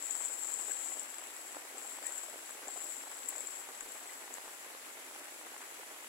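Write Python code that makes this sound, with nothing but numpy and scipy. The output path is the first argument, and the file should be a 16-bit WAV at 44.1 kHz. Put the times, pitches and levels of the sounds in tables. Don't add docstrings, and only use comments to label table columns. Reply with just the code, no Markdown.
import sys
import numpy as np
from scipy import signal
from scipy.fft import rfft, irfft, next_fast_len
from scipy.io import wavfile
from scipy.ndimage import uniform_filter1d

SR = 44100
rng = np.random.default_rng(int(sys.argv[2]) if len(sys.argv) > 2 else 0)


def elevation(decibels):
    levels = np.asarray(decibels, float)
    return 10 ** (levels / 20)


def materialize(psi):
    bounded = np.clip(np.atleast_2d(psi).T, -1, 1)
    quanta = np.round(bounded * 32767).astype(np.int16)
    wavfile.write(sys.argv[1], SR, quanta)


N = 268524

# (time [s], envelope peak [dB], ring pitch [Hz])
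SPIT_EVENTS = [(.0248, -25.5, 7620), (0.057, -23, 7730), (0.1088, -17, 7400), (.1526, -21.5, 7720),
               (.215, -25, 7700), (.2565, -20.5, 7780), (.32, -34, 7560), (.3516, -31, 7870),
               (0.433, -23, 7600), (0.4863, -27, 7340), (.54, -23, 7600), (.599, -24, 7600),
               (.611, -25, 7600), (.7178, -22, 7800), (.9232, -26.5, 7540), (.9956, -26, 7340),
               (1.103, -33, 7200), (1.1837, -29.5, 7720), (1.2705, -34, 7700), (1.3653, -31, 7710),
               (1.7814, -29, 7540), (2.0675, -19.5, 7820), (2.1224, -27, 7480), (2.18, -26.5, 7600),
               (2.215, -40, 7460), (2.5087, -30, 7760), (2.682, -29.5, 7240), (2.9146, -30, 7600),
               (3.287, -22.5, 7680), (3.3598, -30, 7560), (3.381, -29, 7450), (3.406, -24.5, 7620),
               (3.471, -25.5, 7400), (3.57, -32.5, 7700), (3.75, -34, 7530), (3.8075, -31.5, 7200),
               (3.92, -35, 7430), (4.0736, -36, 7810), (4.3398, -30, 7100), (5.5792, -37, 8600)]


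def evened(x):
    return x / np.sqrt(np.mean(x ** 2) + 1e-20)


def smoothed_twice(x, length):
    return uniform_filter1d(uniform_filter1d(x, length), length)


def read(points, hz):
    f, value = np.transpose(points)
    return np.interp(np.log(hz + 1), np.log(f + 1), value)


def scatter(s, sounds):
    at = np.clip(np.round(s * SR).astype(int)[:, None] + np.arange(sounds.shape[1]), 0, N)
    return np.bincount(at.ravel(), sounds.ravel(), N + 1)[:N]


def band(x, lo_hz, hi_hz, order):
    return signal.sosfilt(signal.butter(order, [lo_hz, hi_hz], "band", fs=SR, output="sos"), x)


def ports(x):
    # (resonance [Hz], width [Hz], lift [dB])
    cavities = [(7600, 1220, 16), (10860, 1840, 16)]
    # (frequency [Hz], level [dB])
    left_colour = [(500, -2), (2000, 2.5), (4500, -1), (10000, 1), (13000, -2), (16000, 13)]
    size = next_fast_len(N)
    hz = np.fft.rfftfreq(size, 1 / SR)
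    lift = np.array([1 + (elevation(db) - 1) / (1 + 1j * (hz ** 2 - f ** 2) / (hz * width + 1))
                     for f, width, db in cavities])
    lift[0] *= elevation(read(left_colour, hz))
    return irfft(rfft(x, size) * lift, size)[:, :N]


def rumble():
    # (time [s], rumble level [dB])
    wind_level = [(0, -80), (.6, -82), (1.2, -95), (3.2, -91), (3.7, -79), (4.2, -97), (5.7, -94),
                  (6.09, -88)]
    gust_depth_db, gust_s = 4, .08
    both, left, right = rng.standard_normal((N, 3)).T
    separate = band(np.array([left, right]), 11, 43, order=2)
    common = 0.09 * band(both, 65, 220, order=2)
    gusts = evened(smoothed_twice(rng.standard_normal(N), round(gust_s * SR)))
    level_db = np.interp(np.arange(N) / SR, *np.transpose(wind_level)) + gust_depth_db * gusts
    return elevation(level_db) * evened(separate + common)


def hiss():
    # (frequency [Hz], relative density [dB])
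    hiss_colour = [(200, 4.5), (550, 2), (800, 0), (1100, -2.5), (2000, 3), (4000, -4), (8000, -12.5),
                   (13000, -14.5), (16000, -23)]
    # (frequency [Hz], correlation [-1 to 1])
    likeness = [(60, -0.28), (150, 0.89), (380, 1), (950, 0.18), (2380, -0.12), (5980, -0.11),
                (15000, 0.34)]
    level_db = -54
    patch_db, flicker_db = 1.5, 0.29
    frames, hz = N // 128 + 5, np.fft.rfftfreq(512, 1 / SR)
    a, b, c, d, patches = rng.standard_normal((frames, 257, 5)).T
    patches = evened(uniform_filter1d(uniform_filter1d(patches, 12, 0), 10, 1))
    flicker = evened(uniform_filter1d(rng.standard_normal(frames), 4))
    same = np.clip(read(likeness, hz), -1, 1)[:, None]
    left = a + 1j * b
    right = same * left + np.sqrt(1 - same ** 2) * (c + 1j * d)
    colour_db = read(hiss_colour, hz)[:, None] + patch_db * patches + flicker_db * flicker
    z = np.array([left, right]) * elevation(colour_db)
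    return elevation(level_db) * evened(signal.istft(z, nperseg=512, noverlap=384)[1][:, :N])


def pats(s, db, pan_db, lag_ms, push_ms):
    u = np.arange(256) / SR / (push_ms[:, None] / 1000)
    push = np.sin(np.pi * u ** .8) * np.exp(-.75 * u)
    push *= (elevation(db) / push.max(1))[:, None]
    start = s - .3 * push_ms / 1000
    left = scatter(start + lag_ms / 1000, push * elevation(pan_db)[:, None])
    return np.array([left, scatter(start, push)])


def patter():
    drops_per_s, level_db = 1300, -54.5
    s, size, pan, side, length = rng.random((round(drops_per_s * N / SR), 5)).T
    flurries = evened(smoothed_twice(rng.standard_normal(N), 600))
    relative_db = np.minimum(-3.0 * np.log(size + 1e-9), 11)
    relative_db += 1.5 * flurries[(s * N).astype(int)]
    lag_ms, push_ms = .5 * side - .05, .18 + 0.37 * length ** 1.5
    small = pats(s * N / SR, relative_db, 9 * (pan - .5), lag_ms, push_ms)
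    return elevation(level_db) * evened(small)


def drops():
    # (time [s], right peak [dB], left minus right [dB], push length [ms])
    near_drops = [(.151, -38, 5, 0.38), (0.2116, -36, 3, 0.47), (0.299, -40, 4, 0.61),
                  (.4877, -37, -1, .45), (0.5949, -36, 4, 0.35), (.6846, -35, 3, 0.29),
                  (.6963, -40, 3, 0.58), (.7053, -44, 6, 0.97), (.711, -51, 9, .5), (0.7185, -49, 12, 0.27),
                  (.8401, -44, -6, .38), (.9715, -36, 0, 0.68), (1.4309, -41, -5, .41),
                  (1.5475, -32, -3, 0.27), (1.565, -36, -4, 0.76), (1.5687, -29, 0.5, .55),
                  (1.571, -43, 5, .25), (1.582, -45, 8, .5), (1.6523, -39.5, -1, 0.7),
                  (1.7535, -38, 0, 0.55), (1.852, -38, -1, 0.48), (1.8864, -37, -5, 0.46),
                  (2.028, -40, 8, 0.25), (2.0382, -39, 6, 0.56), (2.108, -37, 4, 0.26),
                  (2.1153, -42, -1, 0.62), (2.2638, -37, -2, .36), (2.3408, -35.5, 4, 0.52),
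                  (2.3593, -37, 2, 0.79), (2.4932, -34, -2, 0.33), (2.5932, -41, 2.5, 0.57),
                  (2.6744, -35, -5, 0.72), (2.6866, -42, -4, 0.54), (2.774, -40, 0, .51),
                  (2.7768, -34, 0.5, 0.37), (3.0376, -37.5, 2, .41), (3.0624, -42, -3, 0.34),
                  (3.233, -37, 4, 0.16), (3.3553, -33, -6, 0.43), (3.6896, -35.5, 1, 0.49),
                  (3.7795, -38, -1, 0.32), (3.81, -32, -1, 0.26), (3.871, -43, 6, 0.43),
                  (3.957, -36, -7, .45), (4.309, -34, -3, 0.47), (4.3834, -29, -5, 0.44),
                  (4.6476, -39, 1, 0.26), (4.7495, -34, -2, 0.41), (4.7514, -40, 0, .7),
                  (4.9723, -39.5, 1, 0.5), (5.1115, -35.5, -1, 0.39), (5.1626, -33, -3, .35),
                  (5.4133, -39, 2, 0.36), (5.5194, -38, -4, 0.79), (5.5434, -38, 0, 0.44),
                  (5.5651, -32, -4, 0.3), (5.7125, -39, 3, 0.34), (6.045, -37, 3, 0.3)]
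    strays_per_s, stray_db = 7, -46
    s, db, pan_db, push_ms = np.transpose(near_drops)
    lag_ms = 0.22 + .2 * (rng.random(len(s)) - .5)
    near = pats(s, db, pan_db, lag_ms, push_ms)
    when, size, pan, side, length = rng.random((round(strays_per_s * N / SR), 5)).T
    pan_db = 18 * (pan - .5)
    db = stray_db + 2.7 * size - .5 * pan_db
    return near + pats(when * N / SR, db, pan_db, 0.55 * side, 0.21 + 0.74 * length)


def stir_db():
    # (time [s], left spray level without bursts [dB])
    stirring = [(0, -44.5), (.05, -39), (.2, -34.5), (.36, -37), (.55, -36), (.75, -35), (.93, -37),
                (1.05, -42.5), (1.3, -45), (1.78, -46.5), (1.86, -41.5), (2.02, -44.5), (2.25, -41.5),
                (2.31, -45.5), (2.67, -46.5), (2.69, -40.5), (2.92, -38.5), (3.02, -44), (3.34, -43),
                (3.42, -41), (3.6, -42.5), (3.68, -47), (3.85, -44.5), (4.4, -48), (6.09, -50)]
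    burst_db, lead_s, rise_s = -16, .012, .012
    s, db, _ = np.transpose(SPIT_EVENTS)
    u = np.arange(6000) / SR / rise_s
    bursts = scatter(s - lead_s, (elevation(db + burst_db)[:, None] * np.e * u * np.exp(-u)) ** 2)
    slow_db = np.interp(np.arange(N) / SR, *np.transpose(stirring))
    return 10 * np.log10(elevation(slow_db) ** 2 + bursts)


def pops(s, db, hz, t60, pan_db):
    db, hz, t60, pan_db = (c[:, None] for c in (db, hz, t60, pan_db))
    t = np.arange(1800) / SR
    attack = 1 - np.exp(-t / 0.00083)
    tone = np.sin(2 * np.pi * hz * t * (1 + 1.2 * t)) * attack * elevation(db - 60 * t / t60)
    return np.array([scatter(s, tone), scatter(s, tone * elevation(-pan_db))])


def bubbles():
    # (time [s], left level before attack and decay [dB], starting pitch [Hz], 60 dB decay [s],
    #  left minus right [dB])
    large_bubbles = [(0.148, -38, 880, 0.024, 3), (.217, -42, 3170, .02, 8), (.298, -42, 1430, 0.036, 7),
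                     (0.679, -43, 440, 0.029, 3), (.710, -32, 1650, 0.025, 19),
                     (1.745, -39.5, 400, 0.024, 0), (1.848, -46, 780, .025, 1), (2.021, -38, 540, 0.023, 3),
                     (2.052, -35.5, 1790, 0.031, 15), (2.060, -38, 1840, 0.063, 17),
                     (2.077, -43, 1850, 0.083, 12), (2.113, -46, 1500, 0.041, 5),
                     (2.180, -44, 1490, .03, 5), (2.285, -42, 610, .03, 0), (2.340, -33, 700, .02, 0),
                     (2.672, -42, 274, 0.025, -3), (2.684, -34.5, 740, 0.023, 1),
                     (2.760, -39, 730, 0.022, -3), (2.838, -44, 805, .03, -1), (3.328, -45, 1910, 0.069, 7),
                     (3.371, -36, 600, 0.013, 2), (3.393, -41, 804, 0.014, 2), (3.409, -44, 2180, 0.069, 7),
                     (4.093, -36.5, 1986, 0.035, 12), (5.155, -42.5, 810, 0.029, -2),
                     (5.797, -38.5, 513, 0.014, -1), (5.829, -43, 815, .03, 3)]
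    gurgles_per_s, gurgle_offset_db = 500, -41
    s, db, hz, t60, pan_db = np.transpose(large_bubbles)
    out = pops(s, db, hz, t60, pan_db)
    for late, pitch in rng.random((len(s), 2, 3)).T:
        out += pops(s + .02 * (late - .3), db - 9, hz * (.75 + .6 * pitch), .6 * t60, pan_db)
    when, size, pitch, side = rng.random((round(gurgles_per_s * N / SR), 4)).T
    hz = 700 * 4.0 ** pitch
    db = gurgle_offset_db + 0.45 * stir_db()[(when * N).astype(int)]
    db += np.minimum(-3.5 * np.log(size + 1e-9), 14)
    return out + pops(when * N / SR, db, hz, 18 / hz, 4.1 + 6 * (side - .5))


def ticks():
    # (time [s], left peak [dB], left minus right [dB], decay time [ms], lower edge [Hz])
    flung_droplets = [(.389, -43.5, 3, .6, 9000), (.718, -48, 2, .5, 8500), (2.064, -44, 4, 1.5, 9000),
                      (2.177, -45, 4, 1.2, 10000), (2.508, -45, 6, 1.0, 6500), (2.682, -45, 4, .8, 6500),
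                      (2.844, -38, 5, .6, 12300), (3.291, -31, 7, 1.2, 9500), (3.2953, -45, -1, 1.5, 9000),
                      (3.398, -54, 0, 1.5, 10900), (3.708, -49, 2, .6, 11000), (3.807, -43.5, 7, .8, 6500),
                      (4.3398, -41, 6, .8, 7000), (5.579, -48, 1, 1.0, 5500)]
    s, db, pan_db, length_ms, low_hz = np.transpose(flung_droplets)
    high_hz = np.minimum(1.54 * low_hz, 15200)
    t = np.arange(600) / SR
    shape = np.exp(-t / (length_ms[:, None] / 1000)) + 0.22 * np.exp(-t / 0.0035)
    noise = rng.standard_normal((len(s), 2, 600)) * shape[:, None]
    burst = np.array([band(x, low, high, order=3) for x, low, high in zip(noise, low_hz, high_hz)])
    burst /= abs(burst).max(2, keepdims=True)
    left = scatter(s, burst[:, 0] * elevation(db)[:, None])
    right = scatter(s, burst[:, 1] * elevation(db - pan_db)[:, None])
    return np.array([left, right])


def ring(x):
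    # (frequency [Hz], relative level [dB])
    ring_colour = [(5000, -33), (6850, -13.5), (7200, -3), (7480, -4), (7700, 0.5), (7950, -5),
                   (8200, -7.5), (8450, -17), (10500, -24)]
    size = next_fast_len(N)
    hz = np.fft.rfftfreq(size, 1 / SR)
    return evened(irfft(rfft(x, size) * elevation(read(ring_colour, hz)), size)[:N])


def power_db(x):
    z = signal.stft(x, nperseg=512, noverlap=384)[2]
    power = uniform_filter1d(uniform_filter1d(abs(z) ** 2, size=2, axis=0), size=24, axis=1)
    return z, 10 * np.log10(power + 1e-20)


def suppressor(x, steady):
    gate_db = -47.5
    cut_db, soft_db = -13, 1.5
    z, level_db = power_db(x)
    crest_db = np.median(power_db(steady)[1], axis=1).max()
    opened = .5 + .5 * np.tanh((level_db - crest_db - gate_db) / soft_db)
    return signal.istft(z * elevation(cut_db * (1 - opened)), nperseg=512, noverlap=384)[1][:N]


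def spray():
    clicks_per_s = 5000
    db = stir_db()
    hit, size, sign = rng.random((N, 3)).T
    clumps = elevation(1.2 * evened(smoothed_twice(rng.standard_normal(N), 300)))
    clicks = (hit < clicks_per_s / SR) * size ** -.1 * np.sign(sign - .5) * clumps
    ringing = ring(clicks)
    left_alone = suppressor(elevation(db) * ringing, ringing) * [[1], [0]]
    mist = evened(band(rng.standard_normal((N, 2)).T * clumps, 1400, 9200, order=1))
    return left_alone + ports(elevation(-42.4 + 0.4 * db) * mist)


def spits():
    rise_ms = 0.74
    s, db, hz = np.transpose(SPIT_EVENTS)[:, :, None]
    t = np.arange(600) / SR
    u = t / (rise_ms / 1000)
    swell = elevation(db) * np.e * u * np.exp(-u)
    return scatter(s[:, 0], swell * np.sin(2 * np.pi * hz * t)) * [[1], [0]]


def scene():
    through_ports = hiss() + patter() + drops() + ticks()
    return ports(through_ports) + bubbles() + spray() + spits()


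def wind_filter(x):
    # (frequency [Hz], gain [dB])
    filter_curve = [(150, -23), (175, -25.5), (210, -14.5), (250, -4.5), (310, -0.5), (15800, -0.5),
                    (15930, -60)]
    size = next_fast_len(N + SR)
    hz = np.fft.rfftfreq(size, 1 / SR)
    return irfft(rfft(x, size) * elevation(read(filter_curve, hz)), size)[:, :N]


def roll_off(x):
    return signal.sosfilt(signal.butter(12, 16170, fs=SR, output="sos"), x)


def record(dry):
    mix = wind_filter(dry) + rumble()
    return roll_off(mix)


dry = scene()
out = record(dry)
materialize(out)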